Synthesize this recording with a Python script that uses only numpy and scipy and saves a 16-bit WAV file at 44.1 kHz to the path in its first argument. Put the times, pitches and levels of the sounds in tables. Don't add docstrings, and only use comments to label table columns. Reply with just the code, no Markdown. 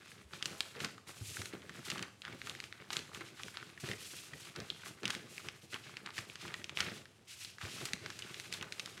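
import sys
import numpy as np
from scipy import signal
from scipy.fft import rfft, irfft
from scipy.io import wavfile
from scipy.ndimage import uniform_filter1d

SR = 44100
rng = np.random.default_rng(int(sys.argv[2]) if len(sys.argv) > 2 else 0)


def wrap_up_sound(samples):
    columns = np.atleast_2d(samples).T
    tamed = np.clip(columns, -1, 1)
    steps = np.round(tamed * 32767).astype(np.int16)
    wavfile.write(sys.argv[1], SR, steps)


N = 396900

# start in seconds, relative level in dB, ring pitch in Hz,
# ring Q, treble roll-off in Hz, the sheet's shiver in dB against the snap.
BIG_CREASES = [(0.117, -45, 1600, 3.2, 10000, -6), (0.3353, -39.5, 2200, 0.42, 3500, -20),
               (0.4257, -27, 2920, 1.7, 7040, -8.5), (0.4568, -27, 3750, 0.7, 7040, -6),
               (0.606, -23, 2530, 1.6, 10000, -9), (0.8038, -34, 2300, 0.96, 7000, -8),
               (0.846, -29, 2900, 0.67, 6900, -2), (0.98, -46, 1270, 3.1, 7000, -2),
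               (1.369, -34.5, 1460, 3.1, 10000, -7), (1.4172, -35.5, 1730, 1.3, 10000, -2),
               (1.4569, -36, 1950, 0.46, 10000, -7), (1.6943, -37.5, 1610, 2.3, 10000, -5.5),
               (1.901, -30.5, 3020, 0.92, 10000, 0), (1.9162, -31.5, 2860, 7.9, 10000, -13),
               (1.9796, -40, 2390, 1.2, 10000, 2), (1.9934, -35.5, 1360, 2.1, 10000, -8),
               (2.0262, -33, 2580, 0.46, 10000, -6), (2.219, -39.5, 2840, 1.6, 7000, -6),
               (2.251, -35, 2030, 0.85, 4500, -18), (2.2796, -39.5, 1287, 2.7, 5470, -3),
               (2.3259, -46, 2070, 3.6, 5500, 2), (2.4163, -35.5, 2360, 0.37, 3320, -18),
               (2.4712, -37, 1450, 2.2, 10000, -1), (2.4963, -32.5, 2830, 0.85, 10000, -9),
               (2.5506, -40, 1970, 1.5, 10000, -11), (2.6021, -33.5, 2550, 0.5, 5500, -13),
               (2.6397, -38.5, 1820, 0.76, 7000, -6), (2.7256, -37, 2580, 0.43, 3380, -21),
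               (2.9043, -32.5, 1100, 0.7, 5500, -6), (2.9298, -35, 2650, 0.48, 10000, 2.5),
               (2.9677, -25.5, 3500, 0.79, 6900, -13), (2.9912, -36, 2900, 0.7, 7000, -10),
               (3.1473, -37, 1940, 0.77, 7000, -14), (3.208, -41.5, 1400, 2.1, 10000, 2.5),
               (3.395, -42.5, 1400, 1.5, 10000, -7), (3.434, -34.5, 2480, 0.9, 10000, -15),
               (3.4824, -40, 1340, 1.5, 10000, -4), (3.5712, -33, 1920, 1.6, 5440, -14),
               (3.6273, -41.5, 1270, 2.5, 10000, -5), (3.776, -44, 1800, 4.8, 5500, -2),
               (3.8885, -36, 1880, 1.2, 10000, -5), (3.9142, -31.5, 2180, 3.2, 10000, -5),
               (3.9331, -37.5, 2000, 5.6, 10000, -2), (4.3341, -43.5, 1930, 3.7, 10000, 4.5),
               (4.5615, -38, 2370, 0.34, 7040, -6), (4.602, -38, 2280, 0.61, 7000, -5),
               (4.7018, -27.5, 3240, 3.9, 5500, -12), (5.0326, -37, 1680, 0.58, 7000, -9),
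               (5.0547, -25, 2840, 2.4, 10000, -6), (5.079, -32, 2760, 0.36, 10000, -11),
               (5.1036, -29.5, 2760, 0.91, 10000, 2), (5.15, -32, 2410, 1.9, 10000, -15),
               (5.3798, -34, 2300, 3.8, 10000, -10), (5.4863, -32, 1530, 0.84, 7000, -8),
               (5.732, -40.5, 1360, 1.8, 7000, 4), (5.7428, -32, 2750, 2.9, 10000, -14),
               (5.969, -34.5, 4500, 0.54, 3500, -14), (6.062, -36, 1850, 1.6, 7100, -5),
               (6.1805, -31, 1780, 1.9, 10000, -4.5), (6.187, -36, 1500, 1.1, 10000, 1),
               (6.1053, -44, 2390, 2.7, 7000, -13), (6.2986, -39.5, 2390, 5.1, 5500, -13),
               (6.3562, -38, 2390, 0.62, 7000, -16), (6.4802, -38.5, 1540, 1.3, 7000, -7),
               (6.541, -32, 1860, 3.8, 10000, -1), (6.6427, -34, 3100, 1, 7000, -7),
               (6.6943, -34.5, 1650, 1.3, 5500, -7), (6.7725, -25.5, 2840, 0.37, 3470, -21),
               (6.8044, -23, 2370, 1, 6500, -2), (7.0555, -47.5, 1830, 3.1, 10000, -4),
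               (7.448, -37.5, 3350, 1.6, 10000, -4), (7.584, -41, 1720, 3.4, 7000, -9),
               (7.6136, -39, 1740, 1.7, 7000, -2), (7.8541, -34.5, 3880, 0.32, 10000, 2.5),
               (7.9339, -25.5, 2500, 0.76, 9900, -10.5), (8.061, -34, 2060, 1.8, 5500, -7),
               (8.1021, -39, 1870, 1, 10000, 0), (8.1899, -41.5, 3220, 0.4, 10100, 3),
               (8.2221, -36, 2930, 4, 10000, -2.5), (8.3432, -37.5, 2760, 2.1, 7100, -4),
               (8.3988, -35.5, 1760, 0.3, 10000, -9), (8.526, -31, 2480, 0.6, 10000, -8),
               (8.538, -33.5, 3200, 1.6, 10000, -3), (8.6114, -36.5, 3460, 2, 3500, -13),
               (8.6262, -35, 1520, 0.6, 10000, -4), (8.723, -33, 2820, 1.4, 10000, -4.5),
               (8.796, -31.5, 2614, 3, 10100, 0), (8.8593, -35.5, 3500, 0.78, 10000, -12),
               (8.9772, -43.5, 1100, 0.6, 10000, -2)]
# start in seconds, length in seconds,
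# relative crackle level in dB, relative level of the low flapping in dB.
FOLD_MOVES = [(0.325, 0.021, -52.5, -56.5), (0.428, 0.1, -55, -55.5), (0.742, 0.036, -50, -50.5),
              (0.798, 0.059, -47, -45.5), (1.065, 0.034, -52.5, -60), (1.34, 0.11, -60, -52.5),
              (1.525, 0.015, -47, -50), (1.663, 0.11, -59.5, -55), (1.853, 0.12, -49.5, -51),
              (1.96, 0.083, -51.5, -55.5), (2.242, 0.079, -53.5, -53), (2.42, 0.12, -57.5, -59.5),
              (2.794, 0.024, -58, -55), (2.888, 0.083, -48.5, -53), (3.112, 0.093, -55.5, -59),
              (3.385, 0.021, -53.5, -58), (3.516, 0.091, -53.5, -60), (3.825, .04, -55.5, -51),
              (3.87, 0.055, -50, -46.5), (4.441, 0.045, -55, -65), (4.546, 0.066, -50, -50),
              (4.675, 0.051, -60.5, -56.5), (4.827, 0.06, -53, -54.5), (5.026, 0.061, -48, -48.5),
              (5.083, 0.084, -52.5, -53), (5.336, .06, -58.5, -66), (5.435, 0.034, -56.5, -55.5),
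              (5.723, 0.025, -49, -59), (5.803, 0.2, -60.5, -60.5), (6.041, 0.05, -53, -64),
              (6.161, .04, -51.5, -55), (6.39, 0.13, -54, -54.5), (6.77, 0.049, -42.5, -50),
              (6.846, 0.039, -41.5, -45), (6.888, 0.073, -59, -53.5), (7.603, 0.061, -48, -54.5),
              (7.702, 0.19, -55, -55), (7.92, 0.15, -78, -59.5), (8.022, .05, -52.5, -54),
              (8.15, 0.33, -59.5, -61), (8.534, 0.026, -48.5, -71), (8.605, 0.023, -51.5, -53.5),
              (8.685, 0.5, -62, -61.5)]
# start in seconds,
# length in seconds, relative treble level in dB, treble over mids in dB.
SLIDE_MOVES = [(0.026, 0.086, -65.5, -1), (0.314, 0.06, -64.5, -7), (0.43, 0.099, -57, 3),
               (0.51, 0.18, -61, 1), (0.784, 0.049, -55, -5.5), (1.066, 0.039, -55, 4),
               (1.149, 0.039, -57.5, 2), (1.192, .22, -50.5, 4), (1.438, 0.035, -58.5, 0),
               (1.65, 0.21, -67, -5), (1.83, 0.13, -58.5, -3), (2.24, 0.35, -70.5, -10),
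               (2.422, 0.079, -58.5, -1), (2.597, 0.064, -64.5, 3), (2.9, 0.07, -54.5, -4.5),
               (3.119, 0.055, -59.5, -1), (3.246, 0.036, -63, -5), (3.337, 0.16, -61, -3),
               (3.53, 0.14, -67.5, -6), (3.82, .10, -55.5, -4), (3.948, 0.24, -52.5, 1.5),
               (4.213, 0.044, -57, 1), (4.327, .15, -58, 0), (4.536, 0.29, -66.5, -4.5),
               (4.84, 0.038, -54.5, 2.5), (5.074, 0.075, -56.5, -3), (5.263, 0.13, -58.5, 1),
               (5.43, 0.039, -62, -3), (5.608, 0.044, -66, -3.5), (5.693, 0.055, -59, -3),
               (5.816, 0.084, -68, -9.5), (6.132, 0.063, -55.5, -3.5), (6.227, 0.13, -64.5, -3.5),
               (6.38, 0.078, -58, -5), (6.52, .07, -64.5, -4), (6.742, 0.089, -55.5, -6),
               (6.858, .11, -61.5, -5), (7.268, 0.063, -57.5, -4.5), (7.357, .08, -52.5, -1.5),
               (7.46, 0.043, -62.5, -6.5), (7.576, 0.23, -54.5, -3.5), (7.846, 0.019, -54, -2),
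               (7.944, 0.33, -64.5, -6.5), (8.26, 0.2, -59.5, -3), (8.512, 0.04, -53.5, -3),
               (8.648, 0.29, -61.5, -1)]
# start in seconds, level in dB.
GLOVE_SKIDS = [(0.113, -60), (1.070, -56), (1.848, -45), (3.798, -49), (4.851, -52), (5.556, -62),
               (7.277, -60), (7.853, -47)]
# start in seconds, end in seconds, level in dB.
GLOVE_DRAGS = [(0.42, 0.723, -62), (0.75, 0.885, -69), (8.505, 8.936, -64.5)]
# start in seconds, level in dB, pitch in Hz, seconds to fade by 60 dB.
LOW_THUMPS = [(0.243, -48, 72.4, .12), (0.776, -40, 476, 0.054), (0.845, -37, 200, 0.086),
              (1.21, -32, 108.5, 0.09), (1.278, -45.5, 100, 0.15), (1.312, -48, 100, .14),
              (1.391, -33.5, 105, 0.084), (1.535, -25.5, 329, 0.023), (2.335, -46, 130, 0.057),
              (3.209, -34.5, 352, 0.033), (3.888, -38, 104, 0.11), (5.032, -32, 392, 0.045),
              (5.054, -32, 206, 0.037), (6.185, -39, 125, 0.073), (6.805, -43, 90.5, 0.18),
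              (7.632, -37.5, 93, 0.11), (7.936, -31.5, 204, 0.041)]
# start in seconds, end in seconds.
HAND_RESTS = [(0.24, 0.3), (0.96, 1.09), (2.09, 2.22), (2.68, 2.7), (5.58, 5.71), (7.03, 7.7)]
# frequency in Hz, relative level in dB.
CRACKLE_EQ = [(200, -14), (450, -3), (720, 5.5), (1100, 0), (1500, 0.5), (2600, -2), (4000, -5),
              (6000, -15), (10000, -14.5), (16000, -18)]
HISS_EQ = [(400, -51), (1000, -10.5), (1800, -2.5), (2600, 5.5), (4500, 2.5), (7500, 1), (10000, -2.5),
           (13000, -9), (16000, -20.5)]
DRAG_EQ = [(150, -8), (330, -13), (490, 7), (700, 1), (1100, -1), (2500, -7), (6000, -29)]
FLAP_EQ = [(30, -8), (55, -28), (90, 0), (125, 5.5), (200, 2), (290, -2.5), (365, 2), (480, -4.5),
           (700, -9.5), (1400, -40)]
ROOM_TONE_EQ = [(25, -17), (45, -9), (70, -1), (100, 9.5), (160, -2.5), (370, -19), (700, -10.5),
                (3000, -18), (8000, -42), (16000, -40)]
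# frequency in Hz, seconds to fade by 60 dB.
REVERB_DECAY = [(120, 0.46), (500, 0.99), (2500, 0.43), (7000, 0.56), (15000, 0.39)]
BOUNCE_S = (0.00017, 0.000726)


def crease(hz, q, bright_hz, shiver_db, bounce_s, smear_s=0.000408, shiver_t60=0.022, panel_db=-19):
    def ring(f, q, bright_hz):
        resonance = 1 + (q * (f / hz - hz / f)) ** 2
        treble_loss = (1 + (f / bright_hz) ** 6) * (1 + (f / 8500) ** 4)
        bass_loss = 1 + (1050 / f) ** 6
        return (resonance * treble_loss * bass_loss) ** -0.5

    flip = impulse_response(lambda f: ring(f, q, bright_hz))
    t, f = np.arange(len(flip)) / SR, np.fft.rfftfreq(len(flip), 1 / SR)
    dispersion = np.exp(-4j * np.pi * smear_s * np.sqrt(hz * f))
    bench_echo = 1 + 0.72 * np.exp(-2j * np.pi * f * bounce_s)
    flip = unit_energy(irfft(rfft(flip) * dispersion * bench_echo))
    onset = 1 - np.exp(-(t / 0.0014) ** 2)
    scatter = rng.standard_normal(len(t)) * amp(-60 * t / shiver_t60) * onset
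    sheet_ring = impulse_response(lambda f: ring(f, 0.85 * q, 9900))
    shiver = unit_energy(signal.fftconvolve(scatter, sheet_ring)[:len(t)])
    panel = unit_energy(np.sin(2 * np.pi * 300 * t) * np.exp(-t / 0.0009))
    return flip + amp(shiver_db) * shiver + amp(panel_db) * panel


def snaps(level_db=17):
    out = np.zeros(N)
    shortest, longest = BOUNCE_S
    for start, db, hz, q, bright_hz, shiver_db in BIG_CREASES:
        bounce_s = shortest * (longest / shortest) ** rng.random()
        snap = crease(hz, max(q, 0.4), bright_hz, shiver_db, bounce_s)
        add(out, start, amp(db + level_db) * snap)
    return out


def ticks(count=26, level_db=-29, spread_db=5, low_hz=1150, high_hz=2400):
    out, held = np.zeros(N), holding(rest_db=-18)
    for slot, (when, size, pitch, place) in enumerate(rng.random((count, 4))):
        at = int((slot + when) / count * N)
        hz = low_hz * (high_hz / low_hz) ** pitch
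        bounce_s = np.interp(place, [0, 1], BOUNCE_S)
        tick = crease(hz, q=2.2, bright_hz=8500, shiver_db=-4, bounce_s=bounce_s)
        add(out, at / SR, held[at] * amp(level_db + spread_db * (size - 1.5)) * tick)
    return out


def crackle(level_db=-0.36, clump_db=1.1, blur_db=-12, held_db=-63):
    swarm = np.zeros(N)
    for hz in np.geomspace(900, 6000, num=24):
        grain = crease(hz, q=1.8, bright_hz=12000, shiver_db=-6, bounce_s=rng.uniform(0.0001, 0.0009))
        swarm += signal.oaconvolve(clicks(per_s=40, spread_db=4, limit=3.6), grain)[:N]
    swarm *= amp(2 * np.minimum(wander(130), 2))
    rustle = equalise(unit_rms(swarm) + amp(blur_db) * rng.standard_normal(N), CRACKLE_EQ)
    moves = [(start, length, db) for start, length, db, _ in FOLD_MOVES]
    folding = gestures(moves, rise_share=0.4, fall_s=0.15, fall_per_length=1.05)
    envelope = np.hypot(folding, amp(held_db) * holding(rest_db=-16))
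    return rustle * envelope * amp(level_db + clump_db * wander(25))


def slide_hiss(level_db=2.5, catch_db=1.92, split_hz=5500, held_db=-70):
    slips = unit_rms(clicks(per_s=7000, spread_db=-0.5, limit=5))
    hiss = equalise(slips + 0.35 * rng.standard_normal(N), HISS_EQ)
    mids = signal.sosfiltfilt(signal.butter(2, split_hz, fs=SR, output="sos"), hiss)
    treble_moves = [(start, length, db) for start, length, db, _ in SLIDE_MOVES]
    mid_moves = [(start, length, db - tilt_db) for start, length, db, tilt_db in SLIDE_MOVES]
    out, held = np.zeros(N), amp(held_db) * holding(rest_db=-4)
    for band, moves, catch_hz in (hiss - mids, treble_moves, 39), (mids, mid_moves, 42):
        sliding = gestures(moves, rise_share=0.59, fall_s=0.22, fall_per_length=0.95)
        out += band * np.hypot(sliding, held) * amp(catch_db * wander(catch_hz))
    return out * amp(level_db)


def skids(attack_s=0.002, t60=0.25):
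    speed, t = np.zeros(N), np.arange(SR // 3) / SR
    for start, db in GLOVE_SKIDS:
        add(speed, start, amp(db - 60 * t / t60) * (1 - np.exp(-t / attack_s)))
    return speed * equalise(rng.standard_normal(N), HISS_EQ)


def drags(catch_db=2):
    grip = np.zeros(N)
    for start, end, db in GLOVE_DRAGS:
        add(grip, start, amp(db) * signal.windows.tukey(round((end - start) * SR), 0.5))
    return grip * equalise(rng.standard_normal(N), DRAG_EQ) * amp(catch_db * wander(40))


def flapping(level_db=-1.25, lump_db=3.5, held_db=-62):
    buckles = unit_rms(clicks(per_s=440, spread_db=3.5, limit=2.73))
    flutter = equalise(buckles + 0.5 * rng.standard_normal(N), FLAP_EQ)
    moves = [(start, length, db) for start, length, _, db in FOLD_MOVES]
    folding = gestures(moves, rise_share=0.49, fall_s=0.18, fall_per_length=1.1)
    envelope = np.hypot(folding, amp(held_db) * holding(rest_db=-8.5))
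    return flutter * envelope * amp(level_db + lump_db * wander(27))


def thumps(attack_s=0.003, scuff_gain=0.22):
    out, t = np.zeros(N), np.arange(SR // 4) / SR
    for start, db, hz, t60 in LOW_THUMPS:
        band = signal.butter(2, [hz / 2, hz * 2], "band", fs=SR, output="sos")
        scuff = unit_rms(signal.sosfilt(band, rng.standard_normal(len(t))))
        thump = np.sin(2 * np.pi * hz * t) + scuff_gain * scuff
        add(out, start, thump * amp(db - 60 * t / t60) * (1 - np.exp(-t / attack_s)))
    return out


def workshop_reverb(send, predelay_s=0.0039, density=0.08):
    count = SR // 2
    taps = rng.standard_normal(count) * (rng.random(count) < density)
    taps *= np.arange(count) / SR > predelay_s
    hz, t, bands = signal.stft(taps, SR, nperseg=256)
    decay = amp(-60 * t / curve_at(REVERB_DECAY, hz)[:, None])
    tail = signal.istft(bands * decay, SR, nperseg=256)[1]
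    return signal.oaconvolve(send, unit_energy(tail))[:N]


def room_tone(level_db=-68):
    return amp(level_db) * equalise(rng.standard_normal(N), ROOM_TONE_EQ)


def gestures(moves, rise_share, fall_s, fall_per_length):
    power, t = np.zeros(N), np.arange(SR) / SR
    for start, length, db in moves:
        rise = np.sin(np.pi / 2 * np.clip(t / (rise_share * length), 0, 1))
        fall_db = -60 * np.maximum(t - length, 0) / (fall_s + fall_per_length * length)
        add(power, start, (rise * amp(db + fall_db)) ** 2)
    return np.sqrt(power)


def holding(rest_db, settle_s=0.03):
    t = np.arange(N) / SR
    resting = sum((t > start) & (t < end) for start, end in HAND_RESTS).astype(float)
    return amp(rest_db * uniform_filter1d(resting, int(settle_s * SR)))


def clicks(per_s, spread_db, limit):
    when, size, sign = rng.random((int(per_s * N / SR), 3)).T
    height = amp(spread_db * np.minimum(-np.log(1 - size), limit)) * np.sign(sign - 0.5)
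    return np.bincount((when * N).astype(int), height, N)


def wander(hz):
    f = np.fft.rfftfreq(N, 1 / SR)
    return unit_rms(irfft(rfft(rng.standard_normal(N)) * np.exp(-(f / hz) ** 2), N))


def equalise(x, curve):
    response = impulse_response(lambda f: amp(curve_at(curve, f)), size=8192)
    return unit_rms(signal.oaconvolve(x, response)[:N])


def impulse_response(gain_at, size=2048):
    hz = abs(np.fft.fftfreq(size, 1 / SR)) + 1
    log_gain = np.log(np.maximum(gain_at(hz), 1e-5))
    spectrum = np.exp(np.conj(signal.hilbert(log_gain)))
    return unit_energy(np.fft.ifft(spectrum).real[:size // 2])


def curve_at(curve, hz):
    f, value = np.transpose(curve)
    return np.interp(np.log(hz + 1), np.log(f + 1), value)


def amp(db):
    return 10 ** (np.asarray(db) / 20)


def unit_rms(x):
    return x / np.sqrt(np.mean(x ** 2) + 1e-20)


def unit_energy(x):
    return x / (np.linalg.norm(x) + 1e-20)


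def add(mix, start_s, sound):
    part = mix[max(round(start_s * SR), 0):][:len(sound)]
    part += sound[:len(part)]


def scene(transient_send_db=-12, rustle_send_db=-14):
    transients = snaps() + ticks() + thumps()
    rustle = crackle() + slide_hiss() + skids() + drags() + flapping()
    reverb = workshop_reverb(amp(transient_send_db) * transients + amp(rustle_send_db) * rustle)
    mono = transients + rustle + reverb + room_tone()
    return np.array([mono, mono])


def record(dry, low_cut_hz=62, high_cut_hz=15900):
    thinned = signal.sosfilt(signal.butter(4, low_cut_hz, "high", fs=SR, output="sos"), dry)
    low_pass = signal.firwin(401, high_cut_hz, window=("kaiser", 8), fs=SR)
    return signal.oaconvolve(thinned, low_pass[None], "same", axes=1)


dry = scene()
out = record(dry)
wrap_up_sound(out)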